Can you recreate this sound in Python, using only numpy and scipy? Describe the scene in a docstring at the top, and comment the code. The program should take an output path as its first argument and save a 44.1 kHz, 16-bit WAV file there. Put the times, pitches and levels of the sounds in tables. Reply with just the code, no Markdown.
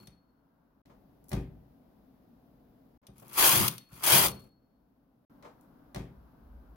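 """A double-bed knitting machine in a quiet room, close to a microphone with two ports.
The carriage runs out its last pass, then crosses and returns: random needle contacts ring steel cams and shell,
and shaken resonators make the rumble of the beds. Latches tick, and two close sines ring on as a spring.
Before and after the two full passes the bed is racked one notch: decaying noise and struck modes make the clunk.
Room tone and a late drone lie behind; three silences of about 40 ms part four stretches of differing room tone."""
import sys
import numpy as np
from scipy import signal
from scipy.fft import rfft, irfft, next_fast_len
from scipy.io import wavfile
from scipy.ndimage import uniform_filter1d

SR = 44100
rng = np.random.default_rng(int(sys.argv[2]) if len(sys.argv) > 2 else 0)


def store_wav(level_fs):
    """Save 16-bit WAV to argv[1]."""
    pcm = np.round(np.clip(np.atleast_2d(level_fs), -1, 1) * 32767)
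    wavfile.write(sys.argv[1], SR, pcm.T.astype(np.int16))


N = 298097
TIME = np.arange(N) / SR   # s

# Colour of a needle butt hitting a steel cam. Each row: frequency in Hz, level in dB per Hz.
NEEDLE_COLOUR = [(1500, -14), (2400, -5), (3250, -3), (3800, -9), (4500, -5), (5050, -5), (6700, -9),
                 (8100, -10.5), (9400, -3.5), (11800, -2.5), (13500, -2), (16000, -5)]
# Modes of the two long needle beds. Each row: frequency in Hz, level in dB, t60 in seconds when struck.
BED_MODES = [(54, -6, .5), (70, -8, 0.43), (90.76, -8.5, .25), (123.5, 1, 0.35), (170, -1, 0.35),
             (203.3, -2, 0.53), (277, -9.5, .4), (334, -10.5, 0.36), (382.4, -11, .35), (455, -17, 0.3),
             (554, -20.5, .28), (783, -18.5, .3), (1210, -25, .25), (1790, -30, 0.29), (2094, -28.5, .22),
             (2490, -25.5, 0.22)]
# Passes of the carriage, the first already ending. Each row: sets off, meets the needles, hardest push,
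# leaves the needles and stops, all in seconds; rattle in dB on setting off, running free and at the push;
# build-up in dB per second, deepest rumble in seconds, rumble in dB.
CARRIAGE_PASSES = [(-0.5, -0.38, -0.3, -0.15, 0.075, -70, -40, -19, 80, -0.2, -28),
                   (3.17, 3.382, 3.457, 3.668, 3.835, -71, -35.5, -18, 62, 3.612, -28.5),
                   (3.935, 4.039, 4.128, 4.26, 4.48, -57, -47, -17.2, 125, 4.15, -31)]


def from_db(db):
    """Decibels to gain."""
    return 10 ** (np.asarray(db) / 20)


def at_hz(points, hz):
    """Read a table along log frequency."""
    known, values = np.transpose(points)
    return np.interp(np.log(np.maximum(hz, 1)), np.log(known), values)


def in_time(rows):
    """One curve for each column after the times."""
    s, *columns = np.transpose(rows)
    return [np.interp(TIME, s, c) for c in columns]


def past(seconds):
    """Time gone by, zero while still to come."""
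    return np.maximum(seconds, 0)


def dying(t, t60):
    """Exponential decay that has lost 60 dB after t60 seconds."""
    return np.exp(-np.log(1000) * t / t60)


def impulses(times, db):
    """One click at each time."""
    out = np.zeros(N)
    places = np.clip(np.asarray(times) * SR, 0, N - 1).astype(int)
    np.add.at(out, places, from_db(db))
    return out


def convolve(x, response):
    """Play a mono signal through a stereo response."""
    return np.array([signal.oaconvolve(x, r)[:N] for r in response])


def noise(spectrum, size=N):
    """Stereo noise of rms 1, most alike at the two ports in the bass, with skirts beyond its spectrum."""
    # Likeness of the two microphone ports. Each row: frequency in Hz, correlation from 0 to 1.
    likeness = [(60, .975), (125, .93), (250, .83), (550, .3), (1200, .2), (2500, 0), (16000, 0)]
    n = next_fast_len(size)
    hz = np.arange(n // 2 + 1) * SR / n
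    mid, side = rfft(rng.standard_normal((2, n)))
    alike = np.clip(at_hz(likeness, hz), -1, 1)
    both = np.sqrt(1 + alike) * mid + np.sqrt(1 - alike) * side * [[1], [-1]]
    low_skirt = np.minimum(hz / spectrum[0][0], 1) ** 2
    high_skirt = np.maximum(hz / spectrum[-1][0], 1) ** 2
    shape = low_skirt / high_skirt * from_db(at_hz(spectrum, hz))
    out = irfft(both * shape, n)[:, :size]
    return out / out.std()


def impact(spectrum, t60, room_db):
    """A contact rings the crowded modes of the metal as decaying noise; the room dies at its own rate per band."""
    # Decay of the room. Each row: frequency in Hz, t60 in seconds.
    room_t60 = [(100, .45), (500, .5), (2500, 0.36), (6000, 0.23), (14000, 0.29)]
    t = TIME[:SR * 2 // 3]
    hz = np.arange(len(t) // 2 + 1) * SR / len(t)
    diffuse, tail = rfft(noise(spectrum, size=len(t))), 0
    centres, decays = np.transpose(room_t60)
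    # overlapping bands that add up to the whole spectrum
    for share, decay in zip(np.eye(len(centres)), decays):
        band = irfft(diffuse * at_hz(np.c_[centres, share], hz), len(t))
        tail = tail + band * dying(t, decay)
    direct = noise(spectrum, size=len(t)) * dying(t, t60)
    onset = 1 - np.exp(-t / 0.0092)   # the room answers gradually
    return direct + from_db(room_db) * tail * onset


def ring(clicks, hz, t60):
    """A two-pole resonator: a unit click sets a decaying sine of height 1 ringing."""
    r, w = np.exp(-np.log(1000) / (t60 * SR)), 2 * np.pi * hz / SR
    # the tiny offset keeps the filter clear of slow, vanishing numbers
    return signal.lfilter([0, np.sin(w)], [1, -2 * r * np.cos(w), r * r], clicks + 1e-18)


def struck(times, db, modes, vary_db, spread):
    """Every blow stirs each mode with its own strength; one port hears it up to spread seconds later."""
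    out = np.zeros((2, N))
    for k, (hz, mode_db, t60) in enumerate(modes):
        blow_db = db + mode_db + vary_db * rng.standard_normal(len(times))
        tone = ring(impulses(times, blow_db), hz, t60) * (-1) ** k
        lag = int(rng.random() * spread * SR)
        out[k % 2] += tone
        out[1 - k % 2, lag:] += tone[:N - lag]
    return out


def rattle(per_s, spectrum, t60, room_db, uneven_db, count):
    """Random contacts dealt to several cams that each ring in their own way; rms about 1."""
    sizes = from_db(uneven_db * np.clip(rng.standard_normal(N), -2, 2))
    contacts = (rng.random(N) < per_s / SR) * rng.choice([-1, 1], N)
    # divided by the contact rate, so that density alone does not change the level
    clicks = contacts * sizes / np.sqrt(np.mean(sizes ** 2) * per_s / SR)
    cam = rng.integers(0, count, N)
    out = 0
    for k in range(count):
        response = impact(spectrum, t60, room_db)
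        response = response / np.sqrt(np.sum(response ** 2) / 2)
        out = out + convolve(clicks * (cam == k), response)
    return out


def waver(hz):
    """Smooth chance of spread 1 that changes about hz times a second, one curve per port."""
    lowpass = signal.butter(2, hz, fs=SR, output="sos")
    slow = signal.sosfilt(lowpass, rng.standard_normal((2, N)))
    return slow / slow.std()


def drone():
    """A low drone of bass noise swells at the end."""
    # Each row: time in seconds, level in dB.
    swell = [(0, -97), (5.9, -93.5), (6.15, -56.5), (6.38, -61.5), (6.53, -47), (6.76, -57)]
    # Each row: frequency in Hz, level in dB per Hz.
    colour = [(20, -30), (42, -8.5), (57, 1.5), (72, -11), (110, -35), (300, -71)]
    level_db, = in_time(swell)
    return from_db(level_db) * noise(colour)


def far_knocks():
    """Distant knocks arrive mostly as room sound: noise that swells and fades with no sharp edge."""
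    # Soft knocks farther off in the room. Each row: start in seconds, level in dB.
    knocks = [(0.895, -55.5), (3.028, -62), (5.427, -50), (5.446, -45.5)]
    # Each row: frequency in Hz, level in dB per Hz.
    colour = [(120, -3.5), (170, 0), (260, -6.5), (400, 1), (850, 0.5), (1200, -3.5), (1700, -11.5),
              (3000, -20.5), (6500, -27.5)]
    t = TIME[:SR]
    swell = (1 - np.exp(-t / .005)) * dying(t, .25)
    return convolve(impulses(*np.transpose(knocks)), noise(colour, size=SR) * swell)


def spring():
    """Plucks ring two close modes that beat: a thin tone that hangs on and wavers unevenly at each port."""
    # Plucks of the spring. Each row: start in seconds, level in dB.
    pluck_rows = [(0.0, -62), (0.073, -64), (3.68, -58), (3.781, -60), (4.283, -54), (4.485, -71)]
    # The two close modes. Each row: frequency in Hz, level in dB, t60 in seconds.
    modes = [(4335, 0, .65), (4354, -10, .55)]
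    plucks = impulses(*np.transpose(pluck_rows))
    tone = sum(from_db(db) * ring(plucks, hz, t60) for hz, db, t60 in modes)
    flutter_db = 3.5 * waver(22)
    return tone * from_db(flutter_db) * from_db([[1.5], [-2.5]])   # stronger at the left port


def ticking(times, db):
    """Thin bright ticks of single needles, as short bursts of decaying noise."""
    # Each row: frequency in Hz, level in dB per Hz.
    colour = [(2500, -23), (5500, -3.5), (7500, -4), (10000, 0.5), (14500, 2), (16000, -3)]
    return convolve(impulses(times, db), impact(colour, t60=0.022, room_db=-10.5))


def latches():
    """Small steel parts snap over and ring briefly in noise and clear tones; single needles tick."""
    # Latches snapping over. Each row: start in seconds, snap in dB, ring in dB.
    latch_rows = [(0.072, -77, -50), (1.332, -58, -43), (3.068, -65, -51), (3.6802, -17.5, -27),
                  (3.683, -18.5, -34.5), (3.781, -38, -44), (4.283, -28, -31), (5.9463, -58, -48)]
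    # Colour of a latch with its resonances. Each row: frequency in Hz, level in dB per Hz.
    colour = [(1800, -9.5), (3000, -3), (3700, 2), (4200, -6), (4900, 0), (5400, -6.5), (5900, 1),
              (7500, -18), (8500, -12.5), (9020, 6.5), (9600, -10.5), (10500, -6), (11700, -19),
              (13000, -2), (14000, -16)]
    # Clear tones of a latch. Each row: frequency in Hz, level in dB, t60 in seconds.
    clear_tones = [(2970, -13, 0.056), (3720, -13, 0.09), (5800, -23, 0.13), (8960, -13, 0.068),
                   (13030, -17, 0.05)]
    # Single needles and catches that stand out. Each row: start in seconds, level in dB.
    tick_rows = [(1.2415, -61), (1.284, -54), (1.2925, -45.5), (1.3175, -47), (3.1812, -52), (3.199, -52),
                 (3.281, -49), (3.331, -39), (3.902, -63), (5.61, -62)]
    s, snap_db, ring_db = np.transpose(latch_rows)
    snaps = convolve(impulses(s, snap_db), impact(NEEDLE_COLOUR, t60=0.016, room_db=-26))
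    rings = convolve(impulses(s, ring_db), impact(colour, t60=0.042, room_db=-15.5))
    tones = struck(s, ring_db, clear_tones, vary_db=3, spread=.0002)
    ticks = ticking(*np.transpose(tick_rows))
    return snaps + rings + tones + ticks


def racking():
    """The bed jumps a notch or is jolted: a crack of steel, a knock of the frame and a thud that lingers."""
    # The bed is racked one notch. Each row: start in seconds; bright crack, dull knock and bed thud in dB.
    racks = [(1.3162, -41, -37, -32), (5.9463, -43, -40, -40)]
    # Within each racking the detent lets go, the bed lands, then rebounds twice.
    # Each row: delay in seconds; crack, knock and thud in dB, added to the racking's own.
    stroke = [(0, -1.5, -3.5, -11), (.0135, 0, 1, -.5), (.05, -20, -14, -1), (.081, -31, -22, -13)]
    # Further blows to the frame and carriage: handling knocks, and thuds as the carriage shoves off or stops.
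    # Each row: start in seconds; crack, knock and thud in dB.
    jolts = [(0.073, -62, -62, -57), (0.857, -65, -68, -69), (1.306, -62, -58, -60), (3.085, -76, -58, -54),
             (3.222, -85, -52, -68), (3.92, -82, -68, -55), (4.25, -47, -31, -40), (5.425, -58, -67, -70)]
    # Colours of steel crack and frame knock. Each row: frequency in Hz, level in dB per Hz.
    crack_colour = [(600, -18.5), (1800, 6.5), (2550, 4), (2900, 0), (3300, 3), (4000, 0), (5500, 0.5),
                    (7700, -7), (9000, -7.5), (12000, -10.5), (16000, -14)]
    knock_colour = [(40, -9), (150, -13.5), (400, 5), (900, -3.5), (1400, -12), (2100, -22), (3200, -22.5),
                    (6000, -46)]
    bloom_db = -10.5   # the room's low answer, against the thud
    blows = [np.add(rack, step) for rack in racks for step in stroke] + list(jolts)
    s, crack_db, knock_db, thud_db = np.transpose(blows)
    crack = convolve(impulses(s, crack_db), impact(crack_colour, t60=0.046, room_db=-7.5))
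    knock = convolve(impulses(s, knock_db), impact(knock_colour, t60=0.18, room_db=-12))
    thud = struck(s, thud_db, BED_MODES, vary_db=1, spread=.0002)
    bloom = noise([(45, 1), (130, 3.5), (210, 0), (400, -17.5)], size=SR) * dying(TIME[:SR], .85)
    return crack + knock + thud + convolve(impulses(s, thud_db + bloom_db), bloom)


def travel():
    """Rattle and rumble in dB: a pass runs up freely, bites into the needles, builds to a push, eases, runs out."""
    ease = 54   # dB per s, the hand eases off after the hardest push
    engage, release = 1100, 400   # dB per s, the cams run into and out of the working needles
    creep_db, halt = -76, 400   # rattle as the carriage comes to rest; dB per s, fading once it stands
    roll_db, settle_db = -61, -64   # rumble of the beds on the run-up and at the stop
    rattles, rumbles = [], []
    for start, meet, push, leave, stop, shove_db, free_db, top_db, build, deepest, rumble_db in CARRIAGE_PASSES:
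        standing = halt * (past(start - TIME) + past(TIME - stop))
        effort = top_db - build * past(push - TIME) - ease * past(TIME - push)
        knitting = effort - engage * past(meet - TIME) - release * past(TIME - leave)
        run_up = np.interp(TIME, [start, meet], [0, 1]) ** 1.6   # gathers speed slowly at first
        run_out = np.interp(TIME, [leave, stop], [0, 1])
        free = shove_db + (free_db - shove_db) * run_up + (creep_db - free_db) * run_out
        rattles.append(np.maximum(knitting, free - standing))
        rolling = np.interp(TIME, [meet, deepest, stop], [roll_db, rumble_db, settle_db])
        rumbles.append(rolling - standing)
    return np.maximum(np.max(rattles, axis=0), -140), np.maximum(np.max(rumbles, axis=0), -140)


def over_bed(x, near_ms, far_ms, echo):
    """The steel bed mirrors the sound; the echo's lag follows the carriage, so notches sweep through the rasp."""
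    # Where the carriage is on the bed. Each row: time in seconds, place (0 = before the microphone, 1 = right end).
    path = [(3.2, 0.78), (3.35, 0.81), (3.5, -0.32), (3.7, -0.83), (3.95, -0.96), (4.1, -.2), (4.27, 0.7),
            (4.4, 0.96)]
    place, = in_time(path)
    out = []
    for channel, port in zip(x, (-.15, .15)):
        nearness = 1 / np.hypot(1, 2 * (place - port))
        lag = (far_ms + (near_ms - far_ms) * nearness) * SR / 1000   # samples
        out.append(channel + echo * np.interp(np.arange(N) - lag, np.arange(N), channel))
    return np.array(out) / np.hypot(1, 0.92 * echo)


def ringing_cams(needle_db):
    """Scraping noise, as loud as the needles' effort, drives the ringing modes of the steel cams."""
    # Each row: frequency in Hz, level in dB, t60 in seconds.
    modes = [(1016, -2, .05), (1229, -1, 0.078), (2905, -0.5, .06), (3310, 1.5, .05), (3925, -8, .08),
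             (4936, 1, .04), (5970, -3, .05), (6720, -5.5, .05), (7220, -4, .05), (8370, -3.5, .05),
             (8490, -2.5, 0.09), (10200, 2, 0.048), (11150, 4.5, .08), (11850, 1.5, .06), (13400, 2.5, .04),
             (15410, -0.5, .08)]
    cams_db = -8   # against the rattle
    scraping = noise([(500, 0.00083), (16000, 0.0092)]) * from_db(needle_db)
    return sum(from_db(db + cams_db) * ring(scraping, hz, t60) / np.sqrt(t60 * SR) for hz, db, t60 in modes)


def bed_rumble(rumble_db):
    """The long beds turn the carriage's shaking into a hollow rumble that swells and fades along its own curve."""
    # Force with which the running carriage shakes the beds. Each row: frequency in Hz, level in dB per Hz.
    force_colour = [(45, -17), (65, -10), (95, 2), (130, 3), (175, -2), (400, 0), (800, -3)]
    shaking = noise(force_colour)
    # under the carriage the modes die in half their struck time
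    beds = sum((-1) ** k * from_db(db) * ring(shaking, hz, .5 * t60)
               for k, (hz, db, t60) in enumerate(BED_MODES))
    beds /= np.sqrt(uniform_filter1d(np.mean(beds ** 2, axis=0), size=2205) + 1e-12)   # level over 50 ms
    return from_db(rumble_db) * (beds + from_db(-10) * shaking)


def carriage():
    """The louder the needles strike, the thicker their contacts; cams, shell and beds resound."""
    # Colour of the carriage shell. Each row: frequency in Hz, level in dB per Hz.
    shell_colour = [(200, -25), (370, 4), (490, -6), (620, -1.5), (700, -4.5), (860, -3), (1020, 0),
                    (1500, -3.5), (2100, -5.5), (2700, -9.5), (4000, -29)]
    shell_top_db, shell_follows = -26, .85   # shell at the hardest push; its share of the rattle's swing in dB
    creep_hits, full_hits = 90, 1300   # needle contacts per s at a crawl, and added at the hardest push
    first_needle_db = -1   # tick of the first needle, against the rattle
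    needle_db, rumble_db = travel()
    effort_db = needle_db - needle_db.max()
    shell_db = shell_top_db + shell_follows * effort_db
    per_s = creep_hits + full_hits * from_db(.5 * effort_db)
    needles = from_db(needle_db) * rattle(per_s, NEEDLE_COLOUR, t60=0.028, room_db=-15, uneven_db=1, count=4)
    shell = from_db(shell_db) * rattle(per_s, shell_colour, t60=.045, room_db=-13.5, uneven_db=3, count=3)
    rasp = over_bed(needles + shell + ringing_cams(needle_db), near_ms=1.3, far_ms=.3, echo=.4)
    meets = np.array(CARRIAGE_PASSES)[1:, 1]
    first_needles = ticking(meets, np.interp(meets, TIME, needle_db) + first_needle_db)
    return rasp + first_needles + bed_rumble(rumble_db)


def scene():
    """Machine over room tone and far rush, heard in stretches with short silences between."""
    # Unbroken stretches. Each row: start in seconds, end in seconds, room tone in dB, far rush in dB.
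    stretches = [(0, 0.818, -68.5, -78.5), (0.853, 2.977, -61, -84), (3.016, 5.251, -68.5, -85),
                 (5.297, 6.802, -60, -70.5)]
    # Colours of room tone and far rush. Each row: frequency in Hz, level in dB per Hz.
    tone_colour = [(20, -12.5), (55, 1.5), (85, -12), (125, -2.5), (200, -1), (275, 3), (350, -10),
                   (700, -11.5), (1200, -23.5), (2300, -33.5), (5000, -37), (8200, -49), (11500, -35),
                   (15500, -33.5)]
    rush_colour = [(300, -19.5), (600, -4.5), (950, 0.5), (1250, -3.5), (1550, -4.5), (1800, -17),
                   (4000, -38)]
    tone, rush = noise(tone_colour), noise(rush_colour)
    sources = drone() + far_knocks() + spring() + latches() + racking() + carriage()
    heard = np.zeros((2, N))
    for start, end, tone_db, rush_db in stretches:
        fade = np.clip(np.minimum(TIME - start, end - TIME) / 0.001, 0, 1)   # 1 ms at each edge
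        heard += fade * (sources + from_db(tone_db) * tone + from_db(rush_db) * rush)
    return heard


def record(dry):
    """The left port is nearer the machine and so louder; the top is cut steeply."""
    # Balance of the two microphone ports. Each row: frequency in Hz, left minus right in dB.
    balance = [(60, .8), (125, 1.8), (250, 1.3), (550, 3.6), (1100, 3.2), (2200, 1.8), (4500, 2),
               (8000, 2.8), (13000, 4)]
    cutoff_hz = 15900
    n = next_fast_len(N + SR // 10)
    hz = np.arange(n // 2 + 1) * SR / n
    port_gains = from_db(at_hz(balance, hz) * [[.5], [-.5]])
    tilted = irfft(rfft(dry, n) * port_gains, n)[:, :N]
    lowpass = signal.ellip(12, .1, 85, cutoff_hz, fs=SR, output="sos")
    return signal.sosfilt(lowpass, tilted)


dry = scene()
out = record(dry)
store_wav(out)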